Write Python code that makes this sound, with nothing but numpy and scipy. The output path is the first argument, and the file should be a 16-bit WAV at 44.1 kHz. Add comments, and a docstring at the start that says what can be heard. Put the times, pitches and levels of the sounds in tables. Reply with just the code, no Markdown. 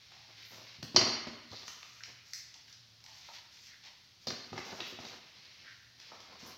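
"""Craft work at a cloth-covered table in a bare, tiled room, over a faint hum. Hands rustle, then at 1 s
a kitchen knife is put down with a clack that sets its steel blade and the table top ringing.
Next, fingers press a trimming into a foam cup edged with ribbon: the foam ticks, the ribbon buckles.
From 4.3 s the knife is knocked, dragged up and used again, with more scuffs and rustle.
Everything on the table echoes in the room, and the microphone dulls the sound above 6 kHz."""
import sys
import numpy as np
from scipy import signal
from scipy.fft import rfft, irfft
from scipy.io import wavfile

SR = 44100
rng = np.random.default_rng(int(sys.argv[2]) if len(sys.argv) > 2 else 0)


def to_wav(sig):
    """Store sig (one row per channel, or 1-D mono) as 16-bit WAV at the path in sys.argv[1].

    Samples outside -1..1 are clipped; the rate is SR.
    """
    pcm = np.clip(np.atleast_2d(sig), -1, 1) * 32767
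    pcm = np.round(pcm).astype(np.int16)
    wavfile.write(sys.argv[1], SR, pcm.T)  # frames by channels


N = 289737
TIME = np.arange(N) / SR

# Knife, knuckles and cup hitting the table; a harder hit has a higher cutoff, so it sounds brighter:
# (time [s], level [dB], cutoff [Hz])
KNOCKS = [(0.784, -48, 147), (.8272, -39.5, 230), (0.9456, -31.5, 453), (.9625, -22, 1500),
          (1.0132, -28.5, 1980), (1.067, -32.5, 1200), (1.27, -37, 970), (1.51, -44.5, 148),
          (4.271, -36, 880), (4.305, -38, 1860), (4.518, -41, 183), (4.529, -38.5, 950), (4.578, -36, 1500),
          (4.803, -42, 1470), (4.924, -45, 696), (4.988, -42, 790), (5.049, -49, 1000), (6.427, -48, 296)]
# Hands sliding over ribbon, paper and cloth; each layer adds its own gain to these levels:
# (time [s], length [s], base level [dB], extra for rumble [dB], extra for hiss [dB])
HAND_STROKES = [(0, 0.44, -57, -18, -33), (0.355, 0.39, -54, -11.5, -25), (0.496, 0.086, -59, 2.5, -12),
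                (1.5, 0.15, -54.5, -8.5, -14), (1.657, 0.071, -66, -23, 1.5), (1.75, 0.35, -62.5, -8, -8.5),
                (2.247, 0.16, -65, -27, -4.5), (2.666, 0.039, -59, -30, -13), (3.073, 0.27, -55, -26, -17),
                (3.327, 0.023, -48, -17, -19), (3.51, 0.2, -58, -28, -14), (3.828, .04, -51.5, -21, -27),
                (4.203, 0.46, -61, -15.5, -14.5), (4.547, .12, -49.5, -8, -23.5),
                (4.639, 0.28, -52, -2, -14.5), (4.987, 0.15, -51.5, -2, -17),
                (5.197, 0.54, -57.5, -14, -34), (5.975, 0.17, -56, -11, -23), (6.11, 0.26, -58, -4, -26),
                (6.383, 0.14, -54, -1.5, -13.5)]


def undb(db):
    """Turn decibels into a number to multiply by."""
    return 10 ** (np.asarray(db) / 20)


def unit(x):
    """Scale a sound so that its average strength (rms) is 1."""
    return x / np.sqrt(np.mean(x ** 2))


def at(points, hz):
    """Read between (frequency [Hz], value) points, with all octaves equally wide."""
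    freqs, values = np.transpose(points)
    return np.interp(np.log(hz + 1), np.log(freqs), values)


def colour(x, curve):
    """Make each frequency louder or softer by curve(frequency) decibels."""
    size = 4096
    cepstrum = irfft(np.log(undb(curve(np.fft.rfftfreq(size, 1 / SR)))))
    # Folding onto the first half keeps the filter from ringing before the sound arrives.
    cepstrum[1:size // 2] *= 2
    cepstrum[size // 2 + 1:] = 0
    return signal.fftconvolve(x, irfft(np.exp(rfft(cepstrum))))[:len(x)]


def shaped(x, points):
    """Give a sound the tone colour of (frequency [Hz], gain [dB]) points."""
    return colour(x, lambda f: at(points, f))


def resonant(x, hz, octaves):
    """Keep a band around one pitch; more octaves make it wider."""
    return colour(x, lambda f: -50 * np.log10(1 + (np.log2((f + 1) / hz) / octaves) ** 2 / 5))


def add(track, start, sound):
    """Mix a sound into the track at a start time in seconds."""
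    i = int(start * SR)
    track[i:i + len(sound)] += sound[:N - i]


def start_at_level(x, db):
    """Scale a sound so that its first 5 ms have this level."""
    return x * undb(db) / np.sqrt(np.mean(x[:SR // 200] ** 2))


def ring(hz, db, ring_s):
    """The tones of a struck object, each fading by 60 dB over its ring time."""
    t = TIME[:SR // 2, None]
    sign = rng.choice([-1, 1], len(hz))
    return (np.sin(2 * np.pi * hz * t) * np.exp(-np.log(1000) * t / ring_s)) @ (sign * undb(db))


def snap(db, hz, octaves, decay_s):
    """A burst of noise around one pitch that builds and dies within moments."""
    t = TIME[:SR // 10]
    burst = rng.standard_normal(len(t)) * np.exp(-t / decay_s) * (1 - np.exp(-t / 0.00041))
    return start_at_level(resonant(burst, hz, octaves), db)


def wander(per_second):
    """A random drift, mostly between -1 and 1."""
    targets = rng.standard_normal(1024)
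    return np.interp(TIME * per_second, np.arange(len(targets)), targets)


def slips(per_second, spread_db):
    """Rubbing surfaces catch and let go, making tiny clicks of uneven size."""
    sizes = undb(spread_db * np.minimum(rng.exponential(size=N), 5))
    slipping = rng.random(N) < per_second / SR
    return unit(slipping * sizes * rng.choice([-1, 1], N))


def background():
    """Still air and microphone hiss, with a low, wavering hum that comes and goes."""
    # Tone colour of the air and hiss: (frequency [Hz], gain [dB])
    air_colour = [(25, -3), (48, -11), (72, 2.5), (115, 3), (170, -2), (400, -13), (1000, -12.5),
                  (2200, -11), (4500, -3.5), (7000, -10.5), (10000, -1), (15000, -6.5)]
    # Rise and fall of the hum: (time [s], level [dB])
    hum_levels = [(0, -68.5), (.45, -64), (1.7, -72), (2.15, -63), (2.55, -75), (2.8, -62.5), (3.5, -77),
                  (5.4, -79), (5.8, -62.5), (6.1, -77)]
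    air = unit(shaped(rng.standard_normal(N), air_colour)) * undb(-55 + .5 * wander(4.3))
    hum_hz = 114 + 7 * wander(16)
    hum_db = np.interp(TIME, *np.transpose(hum_levels)) + 2 * wander(14)
    return air + np.sin(2 * np.pi * np.cumsum(hum_hz) / SR) * undb(hum_db)


def room(x, echo_db):
    """Bare walls and tiles add a dense echo, light in the bass, whose highest sounds die first."""
    # How long the room rings: (frequency [Hz], time to fade by 60 dB [s])
    ring_times = [(60, 1.4), (150, 0.71), (600, 0.62), (1500, 1.16), (3000, 1.02), (5000, 0.67),
                  (8000, 0.5), (14000, 0.36)]
    # Tone colour of the echo: (frequency [Hz], gain [dB])
    echo_colour = [(100, -7.5), (250, 1), (500, 1.5), (1100, -0.5), (5000, 1.5), (12000, 5)]
    t = TIME[:int(1.3 * SR)]
    spectrum, freqs = rfft(rng.standard_normal(len(t))), np.fft.rfftfreq(len(t), 1 / SR)
    centres = np.geomspace(50, 18000, 14)
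    echo = 0
    for hz, share in zip(centres, np.eye(len(centres))):
        band = irfft(spectrum * at(list(zip(centres, share)), freqs), len(t))
        fade = np.exp(-np.log(1000) * t / at(ring_times, hz))
        echo = echo + band * undb(at(echo_colour, hz)) * fade
    echo *= np.clip((t - .002) / 0.0053, 0, 1)  # a short gap before the echo builds
    return x + undb(echo_db) * signal.fftconvolve(x, echo / np.sqrt(np.sum(echo ** 2)))[:N]


def rubbing():
    """Sliding hands make ribbon and paper rustle, the table rumble and the skin hiss."""
    # Tone colours of the rustle, the rumble and the hiss, each: (frequency [Hz], gain [dB])
    rustle_colour = [(300, -41), (1200, -10), (2100, 3), (3000, 0.5), (4300, 3), (5500, -0.5), (7000, -11),
                     (16000, -10.5)]
    rumble_colour = [(40, -50.5), (100, -1.5), (300, -3), (700, -3.5), (1200, -6), (2200, -17), (5000, -47)]
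    hiss_colour = [(2500, -43), (4500, -1.5), (6000, 2), (8000, -0.5), (10000, -3.5), (12500, 5),
                   (16000, -4.5)]
    rustle = unit(shaped(slips(3000, spread_db=1.9), rustle_colour)) * undb(-2.5 + 2.1 * wander(35))
    rumble = unit(shaped(slips(1500, spread_db=2.36), rumble_colour)) * undb(-2.5 + 6.1 * wander(30))
    hiss = unit(shaped(slips(6400, spread_db=3.0), hiss_colour)) * undb(16.5 + 2.04 * wander(33))
    swell_s, fade_s = 0.017, 0.064
    power = np.zeros((3, N))
    power[0] = undb(-75.5) ** 2  # between strokes the fingers still rustle on the cup
    for start, length, db, rumble_db, hiss_db in HAND_STROKES:
        swell = np.clip((TIME - start) / swell_s, 0, 1)
        fade = np.clip(1 - (TIME - start - length) / fade_s, 0, 1)
        power += np.outer(undb([db, db + rumble_db, db + hiss_db]), swell * fade) ** 2
    return np.sum(np.sqrt(power) * (rustle, rumble, hiss), axis=0)


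def scuffs():
    """Short scuffs: low ones ring the cup, high ones are hissy swishes of sliding hands."""
    # Scuffs and swishes: (time [s], length [s], base level [dB], pitch [Hz])
    short_rubs = [(0.092, 0.22, -70, 805), (0.397, 0.33, -52.5, 13000), (1.474, 0.3, -58, 4240),
                  (2.531, .094, -72.5, 880), (2.684, 0.13, -74.5, 1600), (3.026, 0.24, -70, 860),
                  (3.28, 0.051, -69, 895), (3.684, 0.17, -67, 1810), (3.826, 0.15, -69.5, 834),
                  (4.824, 0.065, -56, 2950), (4.86, 0.055, -48, 12700), (5.64, 0.12, -58, 1760),
                  (6.126, 0.13, -71, 880), (6.456, 0.069, -45, 11800)]
    out, grains = np.zeros(N), slips(3000, spread_db=4.3)
    for start, length, db, hz in short_rubs:
        span = slice(int(start * SR), int(start * SR) + SR // 2)
        swell = np.interp(TIME[span] - start, [0, length / 4, length], [0, 1, 0])
        scuff = unit(resonant(grains[span], hz, octaves=0.25))
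        add(out, start, scuff * swell * undb(db + 7))
    return out


def ticks():
    """The foam and the knife handle snap, and fainter crinkles come by chance while the hands slide."""
    # Snaps of foam and handle: (time [s], level [dB], pitch [Hz], width [octaves])
    snaps = [(.119, -52, 1480, 2.1), (.828, -33.5, 4300, 4.8), (1.68, -37, 1880, 2.46),
             (1.829, -45.5, 1970, 0.92), (2.005, -50, 1620, 0.17), (2.0352, -40.5, 3400, 0.78),
             (2.5412, -46.5, 5140, 0.67), (2.6802, -57, 2450, 0.79), (2.7266, -48.5, 5500, 0.38),
             (3.004, -58, 3530, 1.9), (3.0623, -49.5, 3500, 1.1), (3.287, -49, 880, 0.42),
             (3.335, -54, 3340, 0.61), (4.27, -35.5, 10900, 0.75), (4.578, -49, 2780, 0.84),
             (4.8037, -36, 2820, 0.45), (5.0508, -45.5, 4200, 0.31), (5.9998, -50, 4700, 0.92),
             (6.117, -47.5, 755, 0.46), (6.2029, -47.5, 3900, 1.8)]
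    out, crinkles = np.zeros(N), []
    crinkle_count, crinkle_octaves = 10, .8
    for which, when, size, pitch in rng.random((crinkle_count, 4)):
        stroke_start, length = HAND_STROKES[int(which * len(HAND_STROKES))][:2]
        start = np.clip(stroke_start + when * length, 0, TIME[-1])
        db = -57 + 3 * (2 * size - 1)
        hz = 4400 * 2 ** (pitch - .5)
        crinkles.append((start, db, hz, crinkle_octaves))
    for start, db, hz, octaves in snaps + crinkles:
        decay_s = 0.0032 * (1000 / hz) ** 0.21  # low snaps ring longer
        add(out, start, snap(db, hz, octaves, decay_s))
    return out


def ribbon():
    """The stiff ribbon buckles as the trimming is pressed in, sounding all its bright pitches at once."""
    # Buckles of the ribbon: (time [s], base level [dB])
    buckles = [(2.334, -35), (2.3473, -47), (2.378, -49), (3.04, -50.5)]
    # Bands in which the ribbon rings: (pitch [Hz], gain [dB], width [octaves])
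    bands = [(2220, -11.5, 0.33), (6000, -0.5, 0.36), (12300, 3, 0.51)]
    out = np.zeros(N)
    for start, db in buckles:
        for hz, gain_db, octaves in bands:
            add(out, start, snap(db + gain_db, hz, octaves, decay_s=0.0017))
    return out


def table_top():
    """Knocks ring the table and jiggle what lies on it; soft ones wake only its low tones."""
    # The table's own tones: (pitch [Hz], relative level [dB], base ring time [s])
    tones = [(88.5, -19.5, 0.1), (115.6, -0.5, 0.16), (166.2, -0.5, 0.062), (240, -4, 0.15),
             (285, 2.5, 0.074), (354, -2.5, 0.29), (408, -6, 0.28), (600, 2.5, 0.093), (714, 3, 0.066),
             (1075, -6, 0.14), (1063, -5, 0.094), (1246, 10.5, 0.06), (1330, -10, 0.03), (2083, 17, 0.031)]
    hz, tone_db, ring_s = np.transpose(tones)
    out, t = np.zeros(N), TIME[:SR // 2]
    # After each knock the object settles with a softer second touch, never a bright one.
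    bounces = [(start + 0.01144, db - 4.5, min(cutoff_hz, 348)) for start, db, cutoff_hz in KNOCKS]
    for start, db, cutoff_hz in KNOCKS + bounces:
        jiggle = resonant(rng.standard_normal(len(t)) * np.exp(-t / 0.0037), hz=630, octaves=1.9)
        body = start_at_level(ring(hz, tone_db, ring_s * 0.55), 0) + start_at_level(jiggle, 2.5)
        thud = colour(body, lambda f: -10 * np.log10(1 + (f / cutoff_hz) ** 6))
        add(out, start, start_at_level(thud, db))
    # The top is too small to give off the deepest bass.
    return signal.sosfilt(signal.butter(4, 72, "high", fs=SR, output="sos"), out)


def cracks():
    """Each knock on the table starts with a sharp crack, louder when the contact is harder."""
    out, crack_hz = np.zeros(N), 2180
    for start, db, cutoff_hz in KNOCKS:
        crack_db = db - 4.5 + 4.5 * np.log2(cutoff_hz / crack_hz)
        add(out, start, snap(crack_db, crack_hz, octaves=1.6, decay_s=0.011))
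    return out


def knife_blade():
    """The steel blade chatters on the table and rings; where it is hit decides which tones are loud."""
    # The blade's own tones:
    # (pitch [Hz], gain when hit on the flat [dB], gain when hit on the edge [dB], base ring time [s])
    tones = [(3031, -9, -26, .15), (3623, -26, -5, .12), (4129, -4, -2, .14), (4360, 0, -3, .14),
             (4655, -2, -5, .14), (4764, -16, -2, .12), (4887, -2, -5, .13), (4941, -8, -11, .12),
             (5238, -8, -5, .12), (5374, -11, -10, .11), (5605, -2, -8, .08), (5655, -4, -6, .09),
             (6060, -10, -11, .08), (6325, -4, -4, .09), (6930, -11, -12, .09)]
    # The blade touching the table: (time [s], level [dB], contact [0 = flat, 1 = edge])
    clinks = [(.8262, -52, 1), (.9620, -14.5, 0), (1.067, -42.5, 0), (4.2708, -36, 1), (4.2835, -34.5, 1),
              (4.304, -38.5, 1)]
    hz, flat_db, edge_db, base_ring_s = np.transpose(tones)
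    out, t = np.zeros(N), TIME[:SR // 2]
    for start, db, edge in clinks:
        tone_db = flat_db + edge * (edge_db - flat_db)
        # The knife lands on its edge only while held, and the hand shortens the ring.
        ring_s = base_ring_s * (1 - 0.22 * edge)
        # Loose support splits each tone, adding a quieter one just below and just above.
        split = rng.uniform(.005, .012, len(hz))
        main_tones = ring(hz, tone_db, ring_s * 0.7)
        side_tones = sum(ring(hz * k, tone_db - 12.5, ring_s * 1.2) for k in (1 - split, 1 + split))
        chatter = resonant(rng.standard_normal(len(t)) * np.exp(-t / 0.021), hz=3440, octaves=1.0)
        add(out, start, start_at_level(main_tones + side_tones, db) + start_at_level(chatter, db - 12.5))
    return out


def scene():
    """All the work sounds in one room; the hands shield the small snaps, so more of them is echo."""
    knocks = room(knife_blade(), echo_db=-2.5) + room(table_top(), echo_db=-1.0)
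    snaps = room(cracks() + ticks() + ribbon(), echo_db=2.5)
    friction = room(scuffs() + rubbing(), echo_db=-3.0)
    return (knocks + snaps + friction + background())[None]


def record(dry):
    """The phone's microphone dulls the high sounds, and the very highest are cut off."""
    # How well the microphone hears: (frequency [Hz], gain [dB])
    microphone_colour = [(30, -11.5), (70, -4), (5600, 0), (6300, -4), (7100, -12), (8200, -24.5),
                         (9600, -30), (12500, -23.5), (16000, -21)]
    top_hz = 15800
    top_cut = signal.ellip(10, .2, 70, top_hz, fs=SR, output="sos")
    return signal.sosfilt(top_cut, shaped(dry[0], microphone_colour))[None]


dry = scene()
out = record(dry)
to_wav(out)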